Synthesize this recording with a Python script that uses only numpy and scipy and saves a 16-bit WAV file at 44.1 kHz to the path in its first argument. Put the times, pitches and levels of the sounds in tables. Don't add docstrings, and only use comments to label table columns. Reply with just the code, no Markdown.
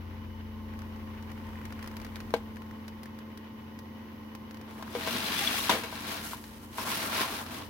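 import sys
import numpy as np
from scipy import signal
from scipy.fft import rfft, irfft, next_fast_len
from scipy.io import wavfile
from scipy.ndimage import uniform_filter1d

SR = 44100
rng = np.random.default_rng(int(sys.argv[2]) if len(sys.argv) > 2 else 0)


def digitize_waveform(pressure):
    field = np.atleast_2d(pressure).T
    bounded = np.clip(field, -1, 1)
    quanta = np.round(bounded * 32767).astype(np.int16)
    wavfile.write(sys.argv[1], SR, quanta)


N = 339129
T = np.arange(N) / SR


def undb(db):
    return 10 ** (np.asarray(db) / 20)


def unit(x):
    return x / np.sqrt(np.mean(x ** 2))


def curves(table):
    s, *columns = np.transpose(table)
    return [np.interp(T, s, c) for c in columns]


def colour(x, points):
    hz, db = np.transpose(points)
    size = next_fast_len(x.shape[-1])
    f = np.arange(size // 2 + 1) * SR / size + 1
    gain = undb(np.interp(np.log(f), np.log(hz), db))
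    return unit(irfft(rfft(x, size) * gain, size)[..., :x.shape[-1]])


def band(x, lo_hz, hi_hz):
    return unit(signal.sosfilt(signal.butter(3, [lo_hz, hi_hz], "band", fs=SR, output="sos"), x))


def ring(x, hz, width_hz):
    return unit(signal.lfilter(*signal.iirpeak(hz, hz / width_hz, SR), x))


def walk(rate_hz):
    k = int(SR / rate_hz)
    held = np.repeat(rng.standard_normal(N // k + 1), k)
    return 0.93 * uniform_filter1d(uniform_filter1d(held, k), k)[:N]


def ports(alike_hz, length=N):
    mid, side = rng.standard_normal((2, length))
    side = signal.lfilter(*signal.butter(1, alike_hz, "high", fs=SR), side)
    return np.array([mid + side, mid - side])


def lean(db):
    db = np.atleast_1d(db)
    return undb(np.array([db / 2, -db / 2]))


def add(out, s, x):
    i = int(s * SR)
    out[:, i:i + x.shape[1]] += x[:, :N - i]


def grains(per_s, spread_db, tail_s):
    size = undb(spread_db * np.minimum(rng.exponential(size=N), 3.0))
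    power = (rng.random(N) < per_s / SR) * size ** 2
    smeared = signal.lfilter([1], [1, -np.exp(-1 / (tail_s * SR))], power)
    return unit(np.sqrt(smeared + 1e-6))


def tone(db, phase, waver_db=0.57):
    level = np.sqrt(2) * undb(db + waver_db * walk(8.2))
    return level * np.sin(phase + 2 * np.pi * rng.random())


# time in s, then levels in dB of second order, fifth order, rumble, background hiss,
# # mains hum and housing ring.
HUM = [(0.0, -42.5, -47.5, -74, -49.5, -54, -65.5), (0.51, -44.5, -44, -66, -51, -54, -67.5),
       (1.5, -45.5, -45, -53, -48, -56, -62), (2.2, -49.5, -44.5, -52, -48, -64, -67.5),
       (2.7, -50.5, -44.5, -62, -49.5, -66, -64.5), (3.43, -56, -46.5, -72, -51, -71, -68.5),
       (5.44, -55, -48, -60, -48, -70, -69), (6.5, -56.5, -51.5, -60, -52, -64, -65.5),
       (7.69, -54, -54.5, -66, -47, -69, -67)]
# multiple of the shaft rate, level in dB at the start.
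WEAK_ORDERS = [(3, -64.5), (4, -67), (8, -68), (9, -83), (10, -66), (12, -65), (20, -67.5), (24, -69.5)]
# frequency in Hz, level in dB.
BUZZ = [(241, -57), (297, -58)]
# frequency in Hz, relative level in dB per Hz.
HISS_SPECTRUM = [(30, -26), (110, -1), (160, -13.5), (250, -4), (330, -8.5), (520, -15), (700, -21),
                 (1030, -14), (1300, -25.5), (2900, -31), (4000, -34.5), (6000, -37.5), (8000, -57),
                 (11500, -37.5), (16000, -37)]
RUMBLE_SPECTRUM = [(20, -43), (35, -3), (55, 8), (75, 2), (110, -10), (140, -25), (200, -39)]
# frequency in Hz, width in Hz, level in dB against the housing ring.
HOUSING = [(903, 20, 0), (1056, 56, 0), (1486, 24, -10), (1913, 61, -2), (2080, 22, -9.5), (2970, 46, -3.5)]
SHAFT_HZ, MAINS_HZ = 43.74, 59
WEAK_WAVER_DB, WEAK_WAVER_RATIO = 1.5, 0.0036
HOUSING_FLUTTER_DB = 1.8
BOXY_HZ = 1200


def kitchen():
    second_db, fifth_db, rumble_db, hiss_db, mains_db, ring_db = curves(HUM)
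    turn = 2 * np.pi * np.cumsum(SHAFT_HZ * (1 + 0.0012 * walk(1.974))) / SR
    out = lean(4.0) * tone(second_db, 2 * turn) + lean(0.3) * tone(fifth_db, 5 * turn)

    loose_turn = turn + 2 * np.pi * np.cumsum(SHAFT_HZ * WEAK_WAVER_RATIO * walk(6.0)) / SR
    half_fade_db = (fifth_db - fifth_db[0]) / 2
    for multiple, db in WEAK_ORDERS:
        out += tone(db + half_fade_db, round(multiple) * loose_turn, WEAK_WAVER_DB)

    for hz, db in BUZZ:
        out += tone(db, 2 * np.pi * hz * T)
    out += lean(3.0) * tone(mains_db, 2 * np.pi * MAINS_HZ * T, 2.2)

    hiss = ports(530)
    out += undb(hiss_db + 0.61 * walk(2.47)) * colour(hiss, HISS_SPECTRUM)
    for hz, width_hz, db in HOUSING:
        level_db = db + (ring_db if hz < BOXY_HZ else ring_db[0])
        out += undb(level_db + HOUSING_FLUTTER_DB * walk(16.0)) * ring(hiss, hz, width_hz)
    return out + undb(rumble_db) * lean(3.0) * colour(ports(130), RUMBLE_SPECTRUM)


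# start in s, hiss level in dB under the sharp front, body level in dB
TICKS = [(0.089, -70, 14), (0.736, -61, 15), (0.7896, -47.5, 0), (0.818, -52.5, 8), (0.96, -58, 6),
         (1.2244, -51, -10), (1.301, -58, 5), (1.3156, -47.5, -3), (1.3766, -60.5, 17), (1.412, -65, 12),
         (1.467, -57, 11), (1.489, -60, 7), (1.532, -60, 12), (1.5558, -60, 15), (1.588, -61, 17),
         (1.614, -60, 17), (1.6528, -43, -3), (1.705, -57.5, 14), (1.7232, -45.5, 1), (1.791, -52.5, 12),
         (1.826, -42, -10), (1.842, -48, 5), (1.8606, -50, 0), (1.874, -40, -16), (1.9125, -51, 5),
         (1.9388, -58, 11), (1.967, -41, -8), (1.9994, -49.5, 6), (2.015, -46, -14), (2.0467, -41.5, -12),
         (2.065, -51, 4), (2.157, -40, -14), (2.166, -50, 7), (2.203, -42, -2), (2.3052, -47.5, -4),
         (2.337, -46, -20), (2.558, -52, -9), (2.568, -53, 14.5), (2.6189, -54.5, 10), (2.662, -61, 9),
         (2.71, -54, 7), (2.8796, -41, -15), (3.032, -42.5, -17), (3.0563, -47.5, 0), (3.1876, -46.5, -11),
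         (3.374, -45, -7), (3.789, -44.5, -15), (4.35, -43, -10), (4.509, -46, -11), (4.5436, -48, -9),
         (4.57, -49, -9), (4.612, -48.5, -5), (4.708, -50.5, -3), (4.826, -46, -3), (4.878, -56, 13),
         (5.009, -43, 8), (5.333, -41, -12), (5.512, -42, -15), (5.554, -43, -10), (5.604, -33, -15),
         (5.724, -37, -4), (5.737, -40, -4), (6.379, -56, 4), (6.439, -43, -21), (6.4905, -61, 2),
         (6.707, -67, 1), (6.7345, -53, -7), (6.8202, -37, -13), (7.463, -42.5, 2), (7.523, -57, 6)]
# frequency in Hz, relative level in dB per Hz.
TICK_HISS = [(700, 6), (1800, 6), (3000, 0), (5000, 2.5), (7000, -5.5), (9000, -28)]
TICK_BODY = [(300, -20), (650, 3), (1000, 8), (1700, 11), (2500, 2), (4000, -25)]
TICK_SHEEN = [(6000, -49), (8500, 3), (12000, 4), (16000, 3.5)]
TICK_HISS_T60_S, TICK_BODY_T60_S, TICK_SHEEN_T60_S = 0.04, 0.025, 0.04
TICK_SHEEN_DB = -7
FRONT_DB, FRONT_S = 7, 0.0015
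# time in s, level in dB.
RUSTLE = [(0, -58.5), (1, -56.5), (1.9, -55.5), (2.5, -60), (3.5, -59.5), (4.2, -60.5), (4.6, -60),
          (4.9, -55)]


def creases():
    out, t = np.zeros((2, N)), T[:2048]
    for s, db, body_db in TICKS:
        burst = ports(690, len(t))
        parts = [(TICK_HISS, 0, TICK_HISS_T60_S),
                 (TICK_BODY, body_db, TICK_BODY_T60_S),
                 (TICK_SHEEN, TICK_SHEEN_DB, TICK_SHEEN_T60_S)]
        snap = sum(colour(burst, shape) * undb(part_db - 60 * t / t60_s) for shape, part_db, t60_s in parts)
        attack = np.minimum(t / 0.0014, 1)
        add(out, s, undb(db + FRONT_DB * np.exp(-t / FRONT_S)) * snap * attack)
    rustle_db, = curves(RUSTLE)
    crackle = grains(90, 1.3, 0.01) * band(ports(900), 200, 2600)
    return lean(1.5) * (out + undb(rustle_db) * (T < RUSTLE[-1][0]) * crackle)


# start in s, peak in dB before the lean, pitch of the spot struck in Hz, starting
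# rattle in dB before the lean, ring time factor, focus in dB an octave (below 0 acts as 0).
KNOCKS = [(2.339, -10.5, 510, -31.5, 0.51, 8.5), (2.363, -30, 520, -45, 0.97, 21),
          (4.825, -30, 1010, -42, 0.34, 18), (4.951, -21.5, 468, -37.5, 0.56, 12),
          (4.961, -24, 487, -57, 0.95, 12), (5.074, -20, 900, -32.5, 0.79, -2),
          (5.694, -15.5, 970, -21.5, 0.87, 44), (5.698, -17.5, 960, -20.5, 0.49, 29),
          (5.711, -25, 660, -27, 1.6, 23), (5.724, -26, 1000, -32, 1.6, 2),
          (5.746, -26.5, 557, -41, 0.83, 14), (5.766, -30, 503, -55, 1, 12),
          (5.836, -29, 1500, -36.5, 1.5, 1), (5.926, -27, 900, -48, 0.92, 13),
          (6.333, -26, 1120, -45, 0.86, 44), (6.783, -23, 1030, -36.5, 1.15, 23),
          (6.871, -25.5, 1140, -36, 0.98, 19), (7.148, -38, 1100, -47, 0.6, 16)]
# frequency in Hz, relative level in dB, t60 in s at ring time factor 1.
PAN_MODES = [(285, -15, 0.27), (471, 1.5, 0.11), (649, -3.5, 0.12), (798, -14, 0.27), (840, -15, 0.38),
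             (962, 0, 0.072), (1047, -6, 0.081), (1280, -18, 0.079), (1420, -8, 0.1), (1570, 0, 0.094),
             (2226, 0, 0.093), (2720, -17, 0.036), (2970, -2, 0.041), (4100, -6, 0.09), (6100, -12, 0.042)]
# frequency in Hz, relative level in dB per Hz.
RATTLE_SPECTRUM = [(90, -39), (200, 0.5), (450, -5), (1000, -1.5), (2000, -6), (3500, -4), (7500, -18.5),
                   (12000, -19.5), (16000, -20)]
RATTLE_T60_S, RATTLE_TREBLE_T60_S = 0.24, 0.22
CONTACT_S = 0.001
KNOCK_LEAN_DB = 3.5


def knocks():
    out, t = np.zeros((2, N)), T[:8000]
    hz, mode_db, t60_s = (c[:, None] for c in np.transpose(PAN_MODES))
    for s, db, spot_hz, rattle_db, ring_factor, focus_db in KNOCKS:
        octaves_off = np.minimum(np.abs(np.log2(hz / spot_hz)), 1.3)
        near_db = -max(focus_db, 0) * octaves_off
        lag = 0.37 * np.minimum(hz / 700, 4) * rng.standard_normal((2, len(PAN_MODES), 1))
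        decay = undb(mode_db + near_db - 60 * t / (t60_s * ring_factor))
        modes = decay * np.cos(2 * np.pi * hz * (t - CONTACT_S) + lag)
        blow = -modes.sum(axis=1) * np.sin(np.pi / 2 * np.minimum(t / CONTACT_S, 1))
        blow = signal.lfilter(*signal.butter(2, 220, "high", fs=SR), blow)
        rattle = colour(ports(860, len(t)), RATTLE_SPECTRUM)
        rattle = rattle * undb(rattle_db - 60 * t / (RATTLE_T60_S * ring_factor))
        dull = signal.lfilter(*signal.butter(1, 1500, fs=SR), rattle)
        rattle = dull + (rattle - dull) * undb(-60 * t / (RATTLE_TREBLE_T60_S * ring_factor))
        add(out, s, lean(KNOCK_LEAN_DB) * (undb(db) * blow / np.abs(blow).max() + rattle))
    return out


def patches():
    return grains(280, 0.33, 0.03)


# time in s, rasp level in dB.
STROKES = [(4.62, -54), (4.7, -55.5), (4.85, -60.5), (4.93, -48.5), (5.07, -36), (5.42, -32.5),
           (5.55, -33.5), (5.72, -35), (5.87, -47), (5.98, -43), (6.12, -38), (6.19, -41), (6.22, -45),
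           (6.26, -42), (6.32, -45), (6.4, -56.5), (6.5, -57), (6.55, -55), (6.6, -59), (6.645, -55),
           (6.69, -64), (6.74, -53.5), (6.78, -43), (6.85, -39.5), (6.92, -34.5), (7.0, -37.5), (7.05, -36),
           (7.11, -38), (7.21, -30.5), (7.27, -38.5), (7.4, -41.5), (7.45, -49), (7.55, -44), (7.62, -47),
           (7.69, -59)]
# time in s, then body, sheen and oven boom in dB against a full rasp,
# left minus right in dB.
PLACE = [(4.8, 9, -2, -2, 3.3), (5.05, -4, -6.5, -10.5, 3), (5.6, -7.5, -3.5, -12, 2.9),
         (6.2, -2.5, -7, -8.5, 2.2), (6.26, -4.5, 0.5, -8.5, 1.9), (6.9, -2.5, -2.5, -8.5, 1.3),
         (7.2, -1, -4, -9.5, 1.7), (7.69, 1.5, -5, -6, 2.4)]
# frequency in Hz, relative level in dB per Hz.
RASP_SPECTRUM = [(130, -10), (230, -2), (370, -8), (650, -13), (1090, -6), (1300, -13), (3400, -14.5),
                 (5000, -19), (7600, -25), (10500, -21), (16000, -24.5)]
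# frequency in Hz, width in Hz, level in dB against the rasp.
RASP_PEAKS = [(648, 7.3, -17.5), (940, 290, -28), (1600, 140, -28), (2240, 20, -43)]
RASP_EDGES_HZ = 370, 1500, 5500, 18000
LEAN_SHARES = 0.8, 1.25, 0.35
SLIPS_PER_S, SLIP_SPREAD_DB, SLIP_TAIL_S = 2500, 2.0, 0.0015
FULL_RASP_DB, BODY_PER_DB, BOOM_PER_DB = -30, -0.0124, 0.1869
CATCH_DB = 0.9


def slide():
    rasp_db, = curves(STROKES)
    body_db, sheen_db, boom_db, lean_db = curves(PLACE)
    light_db = FULL_RASP_DB - rasp_db
    slips = grains(SLIPS_PER_S, SLIP_SPREAD_DB, SLIP_TAIL_S) * ports(940)
    sheet = colour(slips, RASP_SPECTRUM)
    for hz, width_hz, db in RASP_PEAKS:
        sheet = sheet + undb(db + 1.0 * walk(21)) * ring(slips, hz, width_hz)

    out = np.zeros((2, N))
    part_dbs = body_db + BODY_PER_DB * light_db, 0, sheen_db
    for lo_hz, hi_hz, db, share in zip(RASP_EDGES_HZ, RASP_EDGES_HZ[1:], part_dbs, LEAN_SHARES):
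        part = band(sheet * patches(), lo_hz, hi_hz) * lean(share * lean_db)
        out += undb(rasp_db + db + CATCH_DB * walk(40)) * part
    boom_level_db = rasp_db + boom_db + BOOM_PER_DB * light_db + 0.67 * walk(5.4)
    out += undb(boom_level_db) * band(sheet, 104, 405)
    out += undb(rasp_db) * crinkles() * lean(LEAN_SHARES[1] * lean_db)
    return out * np.clip((T - STROKES[0][0]) / 0.19, 0, 1)


# frequency in Hz, width in Hz, then level in dB against
PANELS = [(670, 17, -24, -17), (1090, 130, -23, -19), (1376, 21, -19, -11.5), (1600, 74, -23, -16),
          (2330, 120, -14, -20), (2760, 160, -13.5, -21), (3376, 170, -12, -30), (4050, 250, -13, -16),
          (4790, 170, -21, -29), (5830, 43, -22, -34)]
CRINKLES_PER_S, CRINKLE_SPREAD_DB = 340, 2.8
FIRST_STROKE_ENDS_S = 5.8


def crinkles():
    out, start = np.zeros((2, N)), int(STROKES[0][0] * SR)
    t = T[start:]
    for hz, width_hz, first_db, later_db in PANELS:
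        size = undb(CRINKLE_SPREAD_DB * np.minimum(rng.exponential(size=len(t)), 3.0))
        pops = (rng.random(len(t)) < CRINKLES_PER_S / SR) * size * ports(1200, len(t))
        level = undb(np.where(t < FIRST_STROKE_ENDS_S, first_db, later_db))
        out[:, start:] += level * ring(pops, hz, width_hz)
    return out


# centre in s, time from centre to 1/e in s, frequency in Hz, level in dB before
SQUEALS = [(5.15, .035, 245, -39), (5.31, .015, 250, -40), (5.415, .015, 260, -40), (5.505, .015, 250, -40),
           (5.425, .012, 800, -38), (5.477, .005, 3400, -27), (5.543, .006, 750, -38),
           (5.385, .025, 3450, -37), (5.607, .006, 3700, -38), (5.755, .03, 520, -37),
           (6.8, .012, 5500, -45), (6.862, .012, 680, -42), (7.04, .012, 260, -39), (7.215, .015, 260, -39),
           (6.925, .015, 1050, -41), (6.945, .006, 4000, -40), (7.195, .02, 1060, -38),
           (7.24, .025, 1050, -37)]


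def squeals():
    out = np.zeros((2, N))
    t = T[:6000] - T[3000]
    for s, length_s, hz, db in SQUEALS:
        grip = ports(3000, len(t))
        voice = ring(grip, hz, 56) + 0.043 * ring(grip, hz / 2, 180)
        swell = np.exp(-(t / length_s) ** 2)
        add(out, s + t[0], lean(KNOCK_LEAN_DB) * undb(db) * swell * voice)
    return out


def scene():
    return kitchen() + creases() + knocks() + slide() + squeals()


TOP_HZ = 15850


def record(dry):
    return signal.sosfilt(signal.ellip(10, 0.2, 75, TOP_HZ, fs=SR, output="sos"), dry)


dry = scene()
out = record(dry)
digitize_waveform(out)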